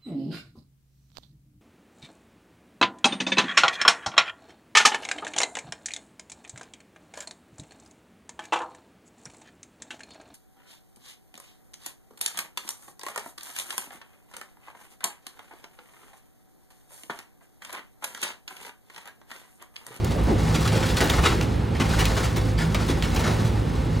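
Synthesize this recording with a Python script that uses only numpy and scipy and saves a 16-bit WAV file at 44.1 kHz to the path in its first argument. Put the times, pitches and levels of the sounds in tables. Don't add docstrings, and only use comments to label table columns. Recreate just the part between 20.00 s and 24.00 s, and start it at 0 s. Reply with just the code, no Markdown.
import sys
import numpy as np
from scipy import signal
from scipy.fft import rfft, irfft, next_fast_len
from scipy.io import wavfile
from scipy.ndimage import uniform_filter1d

SR = 44100
rng = np.random.default_rng(int(sys.argv[2]) if len(sys.argv) > 2 else 0)


def materialize(psi):
    bounded = np.clip(np.atleast_2d(psi).T, -1, 1)
    quanta = np.round(bounded * 32767).astype(np.int16)
    wavfile.write(sys.argv[1], SR, quanta)


N = 176400
T = np.arange(N) / SR


def from_db(db):
    return 10 ** (np.asarray(db) / 20)


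def rms(x):
    return np.sqrt(np.mean(x ** 2) + 1e-20)


def unit_rms(x):
    return x / rms(x)


def curves(rows):
    times, *columns = np.transpose(rows)
    return [np.interp(T, times, column) for column in columns]


def colour(x, spectrum, tilt_db=0):
    size = next_fast_len(len(x) + 4096, True)
    size += size % 2
    octave = np.log2(np.maximum(np.arange(size // 2 + 1) * SR / size, 10))
    hz, db = np.transpose(spectrum)
    gain_db = np.interp(octave, np.log2(hz), db) + tilt_db * np.clip(octave - 11, -1.5, 3)
    cepstrum = irfft(np.log(from_db(gain_db)))
    cepstrum[1:size // 2] *= 2
    cepstrum[size // 2 + 1:] = 0
    return irfft(rfft(x, size) * np.exp(rfft(cepstrum)))[:len(x)]


def drift(hz):
    pole = np.exp(-80 * np.pi * hz / SR)
    slow = signal.lfilter([1], [1, -2 * pole, pole * pole], rng.standard_normal(N // 40 + 2002))[2000:]
    return np.interp(np.arange(N) / 40, np.arange(len(slow)), unit_rms(slow))


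def decay(t, t60):
    return from_db(-60 * np.maximum(t, 0) / t60)


def clicks(per_s, spread_db, size):
    strength = from_db(spread_db * np.minimum(rng.exponential(1, size), 4.5))
    return unit_rms(strength * rng.choice([-1, 1], size) * (rng.random(size) < per_s / SR))


def add(out, start, x):
    i = max(int(start * SR), 0)
    out[i:i + len(x)] += x[:max(N - i, 0)]


def ring(x, hz, t60):
    r, w = from_db(-60 / (t60 * SR)), 2 * np.pi * hz / SR
    return signal.lfilter([0, np.sin(w)], [1, -2 * r * np.cos(w), r * r], x + 1e-18)


def shards(contacts, count, ring_db=-9):
    pitches = 700 * 13 ** ((np.arange(count) + rng.random(count)) / count)
    rings = sum(rng.choice([-1, 1]) * np.sqrt(hz) * ring(contacts, hz, t60=0.04 * np.sqrt(2000 / hz))
                for hz in pitches)
    return contacts + from_db(ring_db) * np.std(contacts) * unit_rms(rings)


def struck_piece(hz, t60, rise_s, spacing):
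    t = T[:SR // 2]
    pitches = hz * (1 + spacing) ** (np.arange(8) - 4 + rng.random(8))
    envelope = np.minimum(t / rise_s, 1) * decay(t - rise_s, t60)
    modes = np.hanning(10)[1:-1] @ np.sin(2 * np.pi * (pitches[:, None] * t + rng.random((8, 1))))
    return rms(envelope) * unit_rms(envelope * modes)


# [f/Hz, gain/dB]
RUMBLE_TONE = [(20, -34), (32, -17), (44, -13), (58, 6), (75, 0.5), (100, -4.5), (140, -5), (220, -8.5),
               (320, -12), (480, -16), (640, -25.5), (830, -23), (1050, -27), (2000, -32.5), (4000, -37.5),
               (7500, -63.5), (8800, -54), (16000, -66)]


def rumble(bass_hz=350, steady_s=0.11):
    noise = colour(rng.standard_normal(N), RUMBLE_TONE)
    bass = signal.sosfiltfilt(signal.butter(2, bass_hz, fs=SR, output="sos"), noise)
    strength = np.sqrt(uniform_filter1d(bass ** 2, int(steady_s * SR)) + 1e-20)
    return unit_rms(noise - bass + bass * np.std(bass) / strength)


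def wavering_tone(hz, waver_hz):
    return np.sin(2 * np.pi * np.cumsum(hz + 4 * drift(waver_hz)) / SR)


# [t/s, level/dB]
PUMP_LEVEL = [(0, -43), (.5, -44.5), (.85, -35.5), (1.15, -42), (1.6, -54), (2.05, -39), (2.5, -45.5),
              (4, -47)]


def pump():
    flicker_db = drift(hz=22) - 1
    return from_db(curves(PUMP_LEVEL)[0] + flicker_db) * wavering_tone(hz=519, waver_hz=12.2)


# [t/s, f/Hz]
FIRING_RATE = [(0.0, 52.7), (0.26, 53.4), (0.33, 50.7), (0.48, 53.48), (3.65, 53.45), (3.75, 55.07),
               (3.82, 53.95), (4.0, 53.6)]
# [t/s, level/dB, level/dB, level/dB]
EXHAUST_LEVELS = [(0, -37, -27, -32.5), (.3, -28, -37, -36), (.42, -37, -27, -27), (.63, -47, -28, -28),
                  (.82, -34, -27, -33), (1.1, -41, -36.5, -33.5), (1.3, -33, -37.5, -33.5),
                  (1.47, -33, -25.5, -36), (1.65, -38, -29, -37), (2.05, -23, -31.5, -31),
                  (2.3, -36, -28.5, -36.5), (2.53, -28, -28.5, -36), (2.67, -32, -31, -25.5),
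                  (2.8, -34, -27.5, -34.5), (3.15, -29.5, -32.5, -32.5), (3.3, -36, -29, -39),
                  (3.45, -32, -24.5, -42), (3.56, -34, -25, -57), (3.68, -35, -34, -35.5),
                  (4, -26, -26.5, -31.5)]


def exhaust(waver_db=1.16, waver_hz=5.6):
    firings = np.cumsum(curves(FIRING_RATE)[0]) / SR
    out = np.zeros(N)
    for harmonic, db in enumerate(curves(EXHAUST_LEVELS), start=1):
        level = from_db(db + waver_db * drift(waver_hz))
        phase = 2 * np.pi * (harmonic * firings + rng.random()) + 0.31 * drift(waver_hz)
        out += level * np.sin(phase)
    return out


# [t/s, level/dB]
RUMBLE_LEVEL = [(0, -26), (.35, -23.5), (.9, -25), (1.3, -25), (1.65, -25), (2.2, -26), (2.8, -26.5),
                (3.3, -24), (4, -26.5)]
# [f/Hz, side level/dB]
RUMBLE_SIDE = [(50, -27), (130, -11), (350, -11), (600, 1.5), (1000, -0.5), (1400, -4), (2100, -77),
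               (3300, -4), (6000, -91), (9000, -6), (14000, -7)]


def engine(pan_db=0.84):
    tones = exhaust() + pump() + from_db(-42) * wavering_tone(hz=230.4, waver_hz=11.4)
    level = from_db(curves(RUMBLE_LEVEL)[0])
    mid = np.sqrt(2) * tones + level * rumble()
    side = level * colour(rumble(), RUMBLE_SIDE)
    return np.array([mid + side, mid - side]) * from_db([[-pan_db], [pan_db]])


def heap_echoes(x, t60, delay_s):
    t = T[:SR // 2]
    echoes = clicks(per_s=2500, spread_db=0.68, size=len(t)) * decay(t, t60) * (t > delay_s)
    return signal.fftconvolve(x, echoes / np.sqrt(np.sum(echoes ** 2)))[:N]


# [f/Hz, side level/dB]
ECHO_SIDE = [(100, -21), (350, -17), (620, -12), (1000, 1.5), (1400, -28), (2100, -87), (3400, -16),
             (6000, -71), (9000, -9), (14000, -2)]
# [f/Hz, side level/dB]
SCRAP_SIDE = [(200, -37), (600, -55), (1050, -1.5), (1400, -20), (2100, -63), (3300, -9), (4300, -21.5),
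              (5600, -73), (7500, -51), (8600, 9), (10000, -19), (11000, -5), (12500, 0), (15000, 2)]


def stereo_side(scrap, split_hz=1700):
    hz = np.maximum(np.arange(N // 2 + 1) * SR / N, 1)
    side_hz, side_db = np.transpose(SCRAP_SIDE)
    gain = from_db(np.interp(np.log(hz), np.log(side_hz), side_db))
    phase = np.pi / 2 * hz ** 4 / (hz ** 4 + split_hz ** 4)
    echoes = colour(heap_echoes(scrap, t60=0.096, delay_s=0.001), ECHO_SIDE)
    return echoes + irfft(rfft(scrap) * gain * np.exp(1j * phase), N)


# [t/s, level/dB]
GRIND_LEVEL = [(0, -42), (.15, -39), (.35, -36.5), (.52, -32), (.75, -36.5), (.95, -30), (1.3, -29.5),
               (1.4, -37.5), (1.52, -43), (1.78, -42.5), (1.85, -33.5), (2.24, -30), (2.32, -36.5),
               (2.53, -38), (2.66, -34.5), (2.72, -39.5), (2.99, -38.5), (3.08, -36.5), (3.3, -35),
               (3.42, -36), (3.56, -41), (4, -41.5)]
# [f/Hz, gain/dB]
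GRIND_TONE = [(150, 3.5), (400, 4), (700, -0.5), (1400, -1), (2500, -5.5), (4500, -9.5), (7600, -13.5),
              (8500, -21.5), (11500, -19), (13300, -37), (14500, -23.5), (16000, -26)]
# [f/Hz, gain/dB]
GRIT_TONE = [(1000, -28), (4000, -9), (7500, -5), (9000, 6), (13300, -7), (16000, -1)]


def grinding(clump_db=-2, grit_db=-19):
    contacts = clicks(per_s=4500, spread_db=1.5, size=N) * from_db(clump_db * drift(hz=10.3))
    grit = unit_rms(colour(clicks(per_s=240, spread_db=-1.5, size=N), GRIT_TONE))
    drag = unit_rms(colour(shards(contacts, count=40), GRIND_TONE))
    return from_db(curves(GRIND_LEVEL)[0]) * (drag + from_db(grit_db) * grit)


# [t/s, level/dB, f/Hz, t60/s]
RINGING_PIECES = [(.655, -27.5, 1300, 0.095), (1.006, -26, 1866, 0.044), (1.099, -19.5, 3370, 0.032),
                  (1.138, -31, 1990, 0.049), (1.183, -30, 1390, 0.047), (1.257, -17.5, 1298, 0.073),
                  (1.266, -23.5, 2117, 0.092), (1.271, -31, 1345, 0.32), (1.411, -32, 2720, 0.065),
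                  (1.935, -25.5, 1410, 0.049), (2.054, -29, 3880, .05), (2.578, -38, 4630, 0.19),
                  (2.746, -31.5, 2400, 0.057), (3.023, -31, 3440, 0.048), (3.038, -30, 3005, .07),
                  (3.162, -31, 5460, 0.022), (3.173, -33, 2600, 0.034), (3.255, -30, 1308, 0.22)]


def pings():
    out = np.zeros(N)
    for start, db, hz, t60 in RINGING_PIECES:
        spacing = 0.0542 * np.sqrt(0.051 / t60)
        add(out, start, from_db(db) * struck_piece(hz, t60, rise_s=0.00081, spacing=spacing))
    return out


# [t/s, length/s, level/dB, start f/Hz, end f/Hz, octave overtone/dB]
BENDING_PANELS = [(.301, 0.055, -23, 486, 234, -12), (2.665, .15, -32.5, 235, 175.7, -20),
                  (3.403, 0.122, -39, 220.5, 291, -16)]


def groans(rise_share=0.22, rough_db=-1.5):
    out = np.zeros(N)
    for start, length, db, start_hz, end_hz, overtone_db in BENDING_PANELS:
        progress = np.linspace(0, 1, int(length * SR))
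        hz = start_hz * (end_hz / start_hz) ** progress
        phase = 2 * np.pi * (np.cumsum(hz) / SR + rng.random())
        envelope = np.minimum(progress / rise_share, 1) * (1 - progress ** 4)
        level = from_db(db + rough_db * drift(hz=66)[:len(progress)])
        tone = np.sin(phase) + from_db(overtone_db) * np.sin(2 * phase)
        add(out, start, np.sqrt(2) * envelope * level * tone)
    return out


# [t/s, level/dB, f/Hz, t60/s]
HEAVY_PARTS = [(.080, -29.5, 184, 0.22), (.152, -27.5, 506, 0.16), (.205, -29, 257, .15),
               (0.272, -22.5, 238, 0.23), (.276, -30, 614, 0.17), (.305, -31, 431, 0.39),
               (.311, -34, 753, 0.12), (0.357, -17.5, 75.4, 0.14), (.352, -31, 432, 0.11),
               (0.754, -23.5, 408, 0.13), (1.011, -23, 422.4, 0.21), (1.188, -14.5, 74, 0.14),
               (1.262, -29.5, 394, 0.45), (1.336, -29.5, 388, 0.32), (1.802, -22.5, 240, 0.13),
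               (2.371, -27.5, 358, 0.11), (2.887, -26.5, 242.5, .12), (2.89, -24.5, 407, 0.13),
               (3.145, -23.5, 176, .12), (3.439, -19, 99, 0.081)]


def thumps():
    out = np.zeros(N)
    for start, db, hz, t60 in HEAVY_PARTS:
        add(out, start, from_db(db) * struck_piece(hz, t60, rise_s=0.0063, spacing=0.16))
    return out


# [t/s, peak level/dB, tilt/(dB per octave)]
WIRE_BREAKS = [(0.046, -20, 4), (.165, -27, 9), (.678, -19, -6), (0.9705, -17.5, -5), (1.006, -18, -7),
               (1.011, -13.5, 1), (1.041, -18, 9), (1.058, -18, 7), (1.0995, -14, 1), (1.412, -16.5, -4),
               (1.994, -18, 0), (2.007, -21, -2), (2.055, -11, 0), (2.369, -21, 6), (2.651, -25, -8),
               (2.7462, -14.5, -3), (3.0245, -15, -7), (3.164, -16, -1)]
# [f/Hz, gain/dB]
SNAP_TONE = [(300, -39), (1200, -12), (3000, 1), (7000, -3), (11000, -10.5), (16000, -6.5)]
FRACTURES_PER_S = 6000


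def snaps(splinter_db=-12.5):
    out, t = np.zeros(N), T[:SR // 10]
    for start, db, tilt_db in WIRE_BREAKS:
        splinters = decay(t, t60=0.017) * clicks(FRACTURES_PER_S, spread_db=1.5, size=len(t))
        snap = colour((t == 0) + from_db(splinter_db) * splinters, SNAP_TONE, tilt_db)
        add(out, start, from_db(db) * snap / np.abs(snap).max())
    return out


# [t/s, rise/s, hold/s, level/dB, body against crack/dB, tilt/(dB per octave)]
GRAB_CRUNCHES = [ (0.044, 0.0018, 0.0036, -40, 2, 5.5), (0.106, .002, 0.013, -39, 8, 3),
                 (0.178, .005, 0.014, -37, 5.5, -3), (0.234, .002, .004, -46, -13, 8),
                 (0.278, .003, 0.017, -43.5, 8, -4), (0.479, 0.0055, 0.025, -37, -4, 0.5),
                 (0.542, 0.0054, 0.012, -27, -9, 2), (0.604, 0.0042, 0.024, -37, -17, 5),
                 (0.647, 0.0061, 0.011, -32, -20, 2), (0.676, 0.0013, 0.0024, -27, -17, 2.5),
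                 (0.718, 0.0045, 0.02, -33.5, 4, 2.5), (0.75, 0.0045, 0.021, -30.5, -10, 1.5),
                 (0.821, 0.0092, 0.011, -27.5, -6, -0.5), (0.855, 0.004, .014, -34.5, -6, 4),
                 (0.885, 0.006, 0.019, -32, -19, 1.5), (0.962, 0.0074, .014, -26, -16, 1.5),
                 (1.005, 0.0035, 0.016, -23.5, -1.5, 0.5), (1.037, .003, 0.015, -31.5, 0, -2.5),
                 (1.096, .0015, 0.0082, -25.5, -5, 1.5), (1.135, .003, 0.005, -29, -12, -0.5),
                 (1.183, 0.0026, 0.0092, -24.5, -18, -7), (1.233, 0.0057, 0.016, -24.5, -6, 0.5),
                 (1.252, 0.0043, 0.015, -21, -12, 0.5), (1.312, .004, 0.011, -30, -8, -6),
                 (1.407, 0.0013, 0.0025, -30.5, -3, -2), (1.424, .002, .005, -39, -2, 5),
                 (1.749, 0.0034, 0.015, -36.5, -12, 0), (1.799, 0.0023, 0.018, -25.5, -6.5, -0.5),
                 (1.886, 0.0051, 0.028, -33.5, -5, 1), (1.922, 0.0082, 0.023, -34, -6, 2),
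                 (1.99, 0.0033, 0.02, -26, -22, 1.5), (2.053, 0.0022, 0.0044, -26.5, -26, 1),
                 (2.1, 0.0074, 0.021, -42.5, 9, -7), (2.166, 0.0044, 0.015, -29.5, 0.5, 1.5),
                 (2.227, 0.0078, 0.024, -31, -22, 1.5), (2.36, 0.0041, 0.017, -33, -0.5, 2.5),
                 (2.531, 0.00089, 0.0033, -54, -12, 9), (2.576, 0.012, 0.042, -31, -8, 0),
                 (2.746, 0.0013, 0.0043, -24, -4, -0.5), (2.797, .008, 0.022, -37.5, 1.5, 1),
                 (2.864, 0.0022, .004, -45, -15, 9), (2.879, 0.0053, 0.031, -31, -7, 1.5),
                 (3.024, .0012, 0.032, -33, -13, 1), (3.146, 0.0016, 0.0043, -38, 7, 9),
                 (3.16, 0.0015, 0.0088, -28, -16, -1.5), (3.189, 0.0059, 0.011, -33.5, 2.5, 4),
                 (3.236, 0.0055, 0.046, -30.5, -3, -0.5), (3.308, 0.0031, 0.0068, -37.5, 6, 0.5),
                 (3.445, .006, 0.028, -40, 1, 3.5)]
# [f/Hz, gain/dB]
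CRUNCH_TONE = [(100, 4), (300, 6), (600, -4.5), (1400, 3.5), (2200, 1), (3600, -1), (5500, -6.5),
               (7700, -10), (8500, -15.5), (11000, -15), (13300, -31.5), (14500, -18), (16000, -27.5)]


def crunches(break_db=16.5, trail_db=-9, dulling_db_per_octave=1.5, body_hz=573):
    out, t = np.zeros(N), T[:SR // 3]
    body_band = signal.butter(2, [body_hz / 2, body_hz * np.sqrt(2)], "band", fs=SR, output="sos")
    for start, rise, hold, db, body_db, tilt_db in GRAB_CRUNCHES:
        attack = np.minimum(t / rise, 1)
        since_hold = t - rise - hold
        suddenness = min(0.003 / rise, 1)
        force = np.hypot(attack * decay(since_hold, t60=0.069), suddenness * decay(t, t60=0.018))
        settling = from_db(trail_db) * attack * decay(since_hold, t60=0.62)
        fractures = force * clicks(FRACTURES_PER_S, spread_db=2, size=len(t))
        bits = settling * clicks(FRACTURES_PER_S, spread_db=2, size=len(t))
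        first_break = from_db(break_db) * suddenness * (t == t[SR // 1000])
        crack = unit_rms(colour(shards(fractures + first_break, count=9), CRUNCH_TONE, tilt_db))
        trail = unit_rms(colour(bits, CRUNCH_TONE, tilt_db - dulling_db_per_octave))
        body_noise = np.hypot(force, settling) * rng.standard_normal(len(t))
        body = from_db(body_db) * unit_rms(signal.sosfilt(body_band, body_noise))
        add(out, start, from_db(db) * (rms(force) * (crack + body) + rms(settling) * trail))
    return out


def scene(echo_db=-12):
    scrap = crunches() + snaps() + thumps() + groans() + pings() + grinding()
    mid = scrap + from_db(echo_db) * heap_echoes(scrap, t60=0.31, delay_s=0.012)
    side = stereo_side(scrap)
    return np.array([mid + side, mid - side]) + engine()


def record(dry):
    return signal.sosfilt(signal.cheby2(16, 70, 16800, fs=SR, output="sos"), dry)


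dry = scene()
out = record(dry)
materialize(out)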